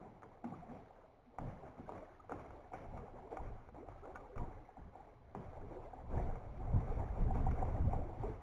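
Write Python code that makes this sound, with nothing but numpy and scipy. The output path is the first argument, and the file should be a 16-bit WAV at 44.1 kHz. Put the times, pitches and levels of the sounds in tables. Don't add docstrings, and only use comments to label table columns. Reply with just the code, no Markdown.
import sys
import numpy as np
from scipy import signal
from scipy.fft import rfft, irfft, next_fast_len
from scipy.io import wavfile
from scipy.ndimage import uniform_filter1d, map_coordinates

SR = 44100
rng = np.random.default_rng(int(sys.argv[2]) if len(sys.argv) > 2 else 0)


def dump(signal):
    limited = np.clip(np.atleast_2d(signal).T, -1, 1)
    pcm = np.round(limited * 32767).astype(np.int16)
    wavfile.write(sys.argv[1], SR, pcm)


N = 371319

# (time [s], hold [s], buffet level before trim [dB], boom level before trim [dB])
WIND_SURGES = [(0, 0.092, -67, -55), (0.227, 0.07, -76, -58), (0.453, 0.054, -73.5, -44),
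               (.56, 0.12, -60, -57), (0.683, 0.061, -69, -50.5), (1.381, 0.1, -46.5, -44),
               (1.592, .1, -63, -59), (1.77, 0.046, -58, -51), (1.868, 0.085, -55.5, -54.5),
               (2.295, 0.11, -53.5, -52.5), (2.458, 0.066, -54, -71), (2.734, .08, -57, -53),
               (2.847, 0.028, -45, -60), (2.912, 0.081, -50.5, -49), (3.098, 0.11, -54, -57),
               (3.388, 0.098, -41.5, -51.5), (3.68, 0.083, -67, -59.5), (3.86, 0.095, -49, -63),
               (4.11, 0.039, -54, -61), (4.36, 0.051, -37, -43.5), (4.52, 0.043, -50, -69),
               (4.778, 0.073, -51.5, -56), (4.97, 0.039, -62, -66), (5.348, 0.032, -51, -44.5),
               (5.443, 0.054, -48, -62), (5.566, .12, -46, -56.5), (5.733, 0.048, -62, -59),
               (6.025, .05, -43.5, -57), (6.109, 0.17, -35.5, -44), (6.487, 0.11, -45, -54.5),
               (6.634, 0.07, -34.5, -49), (6.725, 0.033, -28, -36.5), (6.95, 0.063, -42, -50),
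               (7.176, 0.097, -29.5, -39.5), (7.337, 0.087, -34, -39.5), (7.446, .06, -40, -39.5),
               (7.562, 0.23, -48, -45.5), (7.799, 0.067, -27.5, -38.5), (7.93, 0.052, -32.5, -42.5),
               (8.171, .12, -37.5, -47.5)]
# (time [s], buffet level before trim [dB])
BREEZE = [(0, -64), (.8, -63), (1.2, -69.5), (1.7, -61), (2.2, -62), (3, -57.5), (4, -56), (4.7, -64),
          (5.2, -58), (5.8, -52), (6.501, -45), (6.9, -34), (7.7, -33.5), (8.1, -44), (8.42, -59)]
# (frequency [Hz], relative density [dB per Hz])
RUMBLE_SPECTRUM = [(7.1, -30), (12, -9.5), (24, 6), (36, -2.5), (65, -1.5), (120, -7.5), (160, -36.5),
                   (260, -120)]
# (frequency [Hz], relative density [dB per Hz])
BOOM_SPECTRUM = [(50, -39), (85, -15.5), (120, -5.5), (170, -3), (260, -8.5), (400, -29), (800, -91.5)]
WIND_RISE_S = 0.016
BUFFET_FADE_DB_S, BOOM_FADE_DB_S = 150, 150.5
BREEZE_REF_DB = -65
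BREEZE_BOOM_DB, BOOM_GROWS = -71, 0.66

# (time [s], level before trim [dB], favoured pitch [Hz],
# sharpness, as level of the high modes before trim [dB], 60 dB decay time at 800 Hz [s])
KNOCKS = [(0.221, -50, 775, -6, 0.036), (0.23, -46.5, 464, -2.5, 0.019), (0.442, -42.5, 754, -8, 0.036),
          (0.524, -43.5, 680, -32, 0.04), (0.907, -50.5, 705, -29, 0.031),
          (1.384, -33.5, 890, -12.5, 0.042), (1.633, -52, 770, -22, 0.099),
          (1.891, -38.5, 965, -16.5, 0.056), (1.92, -45, 759, -14, 0.032), (1.979, -55, 799, 2, 0.021),
          (2.294, -39, 520, -12, 0.015), (2.319, -31, 780, -12, 0.025), (2.505, -45.5, 860, -13, 0.039),
          (2.719, -46, 720, -32, 0.034), (2.734, -38.5, 740, -10, 0.11), (2.974, -43, 700, -9, 0.19),
          (3.081, -47.5, 824, -26, 0.02), (3.327, -39.5, 596, -26, 0.026), (3.369, -34, 700, -11.5, 0.073),
          (3.687, -47.5, 557, -14, 0.053), (3.744, -49.5, 493, -13, 0.028), (3.829, -58, 490, -14, 0.045),
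          (3.885, -43, 626, -12, 0.017), (4.054, -45, 452, -12, 0.04), (4.156, -42, 674, -1.5, 0.14),
          (4.358, -51, 603, 0, 0.05), (4.378, -41, 452, -8, 0.074), (4.69, -50.5, 750, -33, 0.046),
          (4.769, -47.5, 756, -29, 0.054), (4.954, -46, 754, -30, 0.041), (5.348, -37.5, 800, -11, 0.02),
          (5.531, -48, 510, -15, 0.025), (5.768, -50, 748, -25, 0.076), (5.935, -43, 670, -32, 0.043),
          (6.136, -40, 510, -26, 0.026), (6.197, -40, 620, -25, 0.023), (6.355, -44.5, 840, -12, 0.079),
          (7.159, -44, 735, -33, 0.043), (7.308, -35, 750, -30, 0.074), (7.354, -38, 552, -23, 0.053),
          (7.466, -33.5, 755, -31, 0.098), (7.51, -49, 789, 10, 0.025), (7.626, -32, 700, -34, 0.049),
          (7.651, -45.5, 600, -7, 0.033), (7.932, -32, 770, -21.5, 0.034), (8.234, -38, 775, -24, 0.1)]
# (frequency [Hz], relative level [dB])
WOOD_MODES = [(480, 4.5), (620, -15.5), (760, 8), (960, 1.5), (1210, 1.5), (1430, -4.5), (1750, -21),
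              (2250, -8), (2700, -20)]
CREST_S = 0.0026
SOFTEN = 0.4

# (time [s], length [s], first pitch [Hz], last pitch [Hz], level before trim [dB])
GLUGS = [(0.032, 0.017, 720, 890, -62), (0.243, 0.035, 433, 485, -58), (0.435, 0.059, 232, 255, -43.5),
         (0.53, 0.024, 1110, 1420, -56.5), (0.616, 0.038, 692, 800, -54), (0.673, 0.067, 220, 288, -52),
         (1.25, 0.063, 253, 222, -63), (1.405, 0.1, 135.7, 110, -47.5), (1.631, 0.019, 412, 467, -53),
         (1.778, 0.047, 228, 287, -51.5), (1.858, 0.021, 1510, 1620, -62), (1.945, .035, 1098, 1190, -61),
         (2.022, 0.019, 610, 647, -51), (2.195, 0.015, 1220, 1290, -61), (2.24, 0.016, 700, 800, -57.5),
         (2.317, 0.038, 278, 325, -51), (2.729, 0.028, 1400, 1580, -55), (3.022, 0.033, 425, 523, -55),
         (3.131, 0.04, 332, 430, -58.5), (3.218, 0.063, 370, 407, -58), (3.363, 0.044, 768, 730, -46),
         (3.76, 0.11, 291.6, 813, -54.5), (3.974, .025, 1280, 1350, -66), (4.017, 0.046, 381, 500, -56.5),
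         (4.032, 0.017, 1270, 1470, -57.5), (4.079, .06, 752, 770, -58), (4.148, 0.031, 1443, 1550, -56),
         (4.196, 0.02, 1170, 1220, -63), (4.28, 0.043, 482, 526, -57), (4.316, 0.054, 399, 410, -55),
         (4.392, 0.037, 963, 1040, -52.5), (4.432, 0.024, 920, 1000, -55), (4.473, 0.021, 340, 483, -55),
         (4.771, 0.026, 244, 304, -56), (4.966, 0.064, 724, 930, -56.5), (5.562, 0.031, 466, 615, -62),
         (5.62, 0.041, 430, 380, -55.5), (5.762, 0.036, 347, 443, -48.5), (5.83, 0.064, 505, 825, -56),
         (6.669, 0.023, 700, 755, -52), (6.913, 0.018, 444, 484, -41), (7.864, 0.037, 520, 603, -49.5),
         (8.235, 0.025, 385, 463, -42), (8.28, 0.018, 426, 446, -43.5)]

# (time [s], rise [s], lapping level [dB], spray level before trim [dB])
WATER_SURGES = [(0, 0.0034, -55, -75), (.22, 0.014, -58, -78.5), (0.437, 0.0048, -50.5, -69.5),
                (.66, 0.067, -53, -72), (.95, 0.037, -63.5, -84.5), (1.28, 0.062, -60.5, -83),
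                (1.383, 0.022, -51, -68.5), (1.6, 0.047, -57, -75), (1.76, 0.029, -58, -73),
                (1.87, 0.022, -48.5, -68), (2.292, 0.025, -48.5, -66), (2.5, .05, -60, -82),
                (2.716, 0.021, -51, -67), (2.9, 0.047, -52, -71), (3.12, 0.059, -53, -77.5),
                (3.3, 0.021, -49, -68), (3.74, .015, -55.5, -79.5), (3.85, 0.04, -58, -73.5),
                (4.02, 0.059, -53, -73), (4.13, 0.015, -57, -76.5), (4.349, 0.036, -49, -69.5),
                (4.765, 0.0079, -59, -79), (4.9, 0.062, -58.5, -77), (5.346, .008, -51, -69.5),
                (5.5, 0.067, -55, -76), (5.68, 0.059, -51, -71.5), (5.92, .03, -56.5, -79),
                (6.069, .1, -45, -66), (6.52, .1, -53.5, -73.5), (6.7, 0.07, -48, -69.5),
                (6.84, 0.045, -52, -71), (6.97, 0.024, -49, -72.5), (7.15, 0.033, -49.5, -68.5),
                (7.33, 0.021, -46.5, -66), (7.5, 0.12, -47.5, -70), (7.72, 0.029, -49.5, -67.5),
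                (7.899, 0.04, -46, -69.5), (8.15, 0.073, -49, -66.5)]
# (frequency [Hz], relative density [dB per Hz])
WASH_SPECTRUM = [(150, -27), (250, -5), (290, -0.5), (323, -4.5), (427, -2), (569, -4.5), (742, 1.5),
                 (1090, -11.5), (1460, -33.5), (1600, -33), (2080, -54), (3520, -120)]
# (frequency [Hz], relative density [dB per Hz])
SPRAY_SPECTRUM = [(650, -31), (1100, -3.5), (1190, -5), (1360, -7.5), (1460, -9), (1830, -14), (2220, -11),
                  (2840, -27), (3050, -32.5), (3960, -45), (6710, -120)]
# (frequency [Hz], relative density [dB per Hz])
MIST_SPECTRUM = [(1500, -25), (2800, -0.5), (3900, -1.5), (4200, -61)]
LAP_FADE_DB_S, SPRAY_FADE_DB_S = 52.5, 34.5
CALM_LAP_DB, CALM_SPRAY_DB = -70.5, -85
CALM_GROWS = 0.44

# (frequency [Hz], level before interpolation [dB])
WHINE = [(4000, -97), (3937.5, -96)]
SAMPLE_HZ, TOP_HZ = 8000, 15500


def amp(db):
    return 10 ** (np.asarray(db) / 20)


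def unit(x):
    return x / np.sqrt(np.mean(x ** 2) + 1e-20)


def wobble(rate):
    knots = rng.standard_normal(int(N * rate / SR) + 4)
    return map_coordinates(knots, [np.arange(N) * rate / SR])


def filtered(x, response):
    m = next_fast_len(N + 8192)
    spectrum = rfft(x, m) * response(np.fft.rfftfreq(m, 1 / SR))
    return irfft(spectrum, m)[..., :N]


def coloured(x, spectrum):
    f, db = np.transpose(spectrum)

    def response(hz):
        return amp(np.interp(np.log(hz + 1), np.log(f + 1), db))

    return unit(filtered(x, response))


def patchy(patchy_db, bins, frames):
    z = signal.stft(rng.standard_normal(N), nperseg=1024)[2]
    field = uniform_filter1d(rng.standard_normal(z.shape), bins, 0)
    field = uniform_filter1d(field, frames, 1)
    return signal.istft(z * amp(patchy_db * unit(field)), nperseg=1024)[1][:N]


def swells(start_s, rise_s, hold_s, peak_db, fade_db_s, calm_db):
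    step = 32
    grid = np.arange(0, N + step, step)
    t = grid / SR - start_s[:, None]
    rise = np.clip(t / np.maximum(rise_s, .002), 0, 1)
    fade_db = fade_db_s * np.maximum(t - rise_s - hold_s, 0)
    shape = rise * amp(peak_db[:, None] - fade_db)
    power = np.interp(np.arange(N), grid, np.sum(shape ** 2, 0))
    return 10 * np.log10(power + amp(calm_db) ** 2)


def surges():
    s, hold, buffet_db, boom_db = np.transpose(WIND_SURGES)
    breeze_db = np.interp(np.arange(N) / SR, *np.transpose(BREEZE))
    over_db = breeze_db - BREEZE_REF_DB
    calm_boom_db = BREEZE_BOOM_DB + BOOM_GROWS * over_db
    buffet = swells(s, WIND_RISE_S, hold[:, None], buffet_db, BUFFET_FADE_DB_S, breeze_db)
    boom = swells(s, WIND_RISE_S, hold[:, None], boom_db, BOOM_FADE_DB_S, calm_boom_db)

    s, rise, lap_db, spray_db = np.transpose(WATER_SURGES)
    growth_db = CALM_GROWS * over_db
    lap = swells(s, rise[:, None], 0, lap_db, LAP_FADE_DB_S, CALM_LAP_DB + growth_db)
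    spray = swells(s, rise[:, None], 0, spray_db, SPRAY_FADE_DB_S, CALM_SPRAY_DB + growth_db)
    return buffet, boom, lap, spray


def wind(buffet_db, boom_db):
    eddies = amp(1.9 * wobble(40)) * rng.standard_normal(N)
    push = unit(np.tanh(0.53 * coloured(eddies, RUMBLE_SPECTRUM)))
    boom = unit(np.tanh(0.36 * coloured(eddies, BOOM_SPECTRUM)))
    return amp(buffet_db - 4.5) * push + amp(boom_db - 6.5) * boom


def knocks():
    out, t = np.zeros(N + SR), np.arange(SR // 5) / SR
    hz, mode_db = np.transpose(WOOD_MODES)[:, :, None]
    high = hz > 1100
    water = coloured(rng.standard_normal(N), SPRAY_SPECTRUM)
    for s, db, centre_hz, sharp_db, t60 in KNOCKS:
        build_s = CREST_S * amp(SOFTEN * (-14 - sharp_db))
        at = round((s + CREST_S - build_s) * SR)
        scatter_db = 2 * rng.standard_normal(hz.shape)
        detuned_db = -18 * np.abs(np.log2(hz / centre_hz))
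        level_db = mode_db + scatter_db + np.where(high, sharp_db + 6.5, detuned_db)
        decay_db = 60 * t / (t60 * (800 / hz) ** .5)
        ring = np.sum(amp(level_db - decay_db) * np.cos(2 * np.pi * hz * (t - build_s)), 0)
        ring *= np.sin(np.pi / 2 * np.minimum(t / build_s, 1)) ** 2
        ring *= 1 + 0.22 * np.exp(-((t - build_s) / 0.0029) ** 2)
        splash = np.resize(water[at:], len(t)) * amp(sharp_db - 9 - 60 * t / 0.041)
        out[at:][:len(t)] += amp(db + 4.0) * (ring / np.max(np.abs(ring)) + splash)
    return out[:N]


def glugs():
    out = np.zeros(N + SR)
    for s, length, first_hz, last_hz, db in GLUGS:
        u = np.arange(round(length * SR)) / (length * SR)
        hz = first_hz * (last_hz / first_hz) ** (u * u)
        shape = np.abs(np.sin(np.pi * u ** 1.02))
        tone = np.sin(2 * np.pi * np.cumsum(hz) / SR)
        out[round(s * SR):][:len(u)] += amp(db + 3.0) * shape * tone
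    return out[:N] * amp(2.5 * wobble(90))


def bubble(t, hz, t60, rise, attack):
    phase = 2 * np.pi * hz * (t + rise * t * t / (2 * t60))
    return np.sin(phase) * amp(-60 * t / t60) * (1 - np.exp(-t / attack))


def gurgle(count, centre_hz, spread, cycles, size_db):
    u, g = rng.random((count, 2)), rng.standard_normal((count, 2))
    hz = centre_hz * np.exp(spread * np.clip(g[:, :1], -2, 1.5))
    t = np.arange(3000) / SR
    life = cycles * np.exp(.3 * g[:, 1:]) / hz
    level_db = size_db * np.minimum(-np.log(1 - u[:, 1:]), 2.5)
    rows = amp(level_db) * bubble(t, hz, life, rise=0.23, attack=life / 8)
    at = (u[:, :1] * N).astype(int) + np.arange(len(t))
    return unit(np.bincount(at.ravel(), rows.ravel(), minlength=N)[:N])


def lapping(lap_db, spray_db):
    flutter = wobble(25)
    wash = coloured(patchy(patchy_db=2.5, bins=5, frames=3), WASH_SPECTRUM)
    bubbles = gurgle(count=900, centre_hz=583.5, spread=0.3015, cycles=19.5, size_db=4.0)
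    trickle = gurgle(count=160, centre_hz=482.1, spread=.35, cycles=58, size_db=3)
    body = unit(amp(0.94 * flutter) * wash + amp(-5) * bubbles + amp(-8.5) * trickle)

    spray = coloured(patchy(patchy_db=2.0, bins=14, frames=4), SPRAY_SPECTRUM)
    fizz = unit(amp(0.8 * flutter) * spray)
    drops = gurgle(count=400, centre_hz=1408, spread=.25, cycles=22, size_db=4.5)
    fizz = unit(fizz + amp(-9) * drops)

    mist = coloured(patchy(patchy_db=2.0, bins=12, frames=3), MIST_SPECTRUM)
    mist_db = 0.91 * (spray_db + 75) - 84.5
    return amp(lap_db) * body + amp(spray_db + 5.5) * fizz + amp(mist_db) * mist


def scene():
    buffet_db, boom_db, lap_db, spray_db = surges()
    return (wind(buffet_db, boom_db) + knocks() + glugs() + lapping(lap_db, spray_db))[None]


def record(dry):
    t = np.arange(N) / SR
    x = filtered(dry[0], lambda hz: hz < SAMPLE_HZ / 2)
    ticks = np.arange(int(N / SR * SAMPLE_HZ) + 1) / SAMPLE_HZ
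    samples = map_coordinates(x, [ticks * SR], order=3, mode="nearest")
    samples = samples + sum(amp(db) * np.cos(2 * np.pi * hz * ticks) for hz, db in WHINE)
    samples = samples + amp(-85) * rng.standard_normal(len(ticks))
    return filtered(np.interp(t, ticks, samples), lambda hz: hz < TOP_HZ)[None]


dry = scene()
out = record(dry)
dump(out)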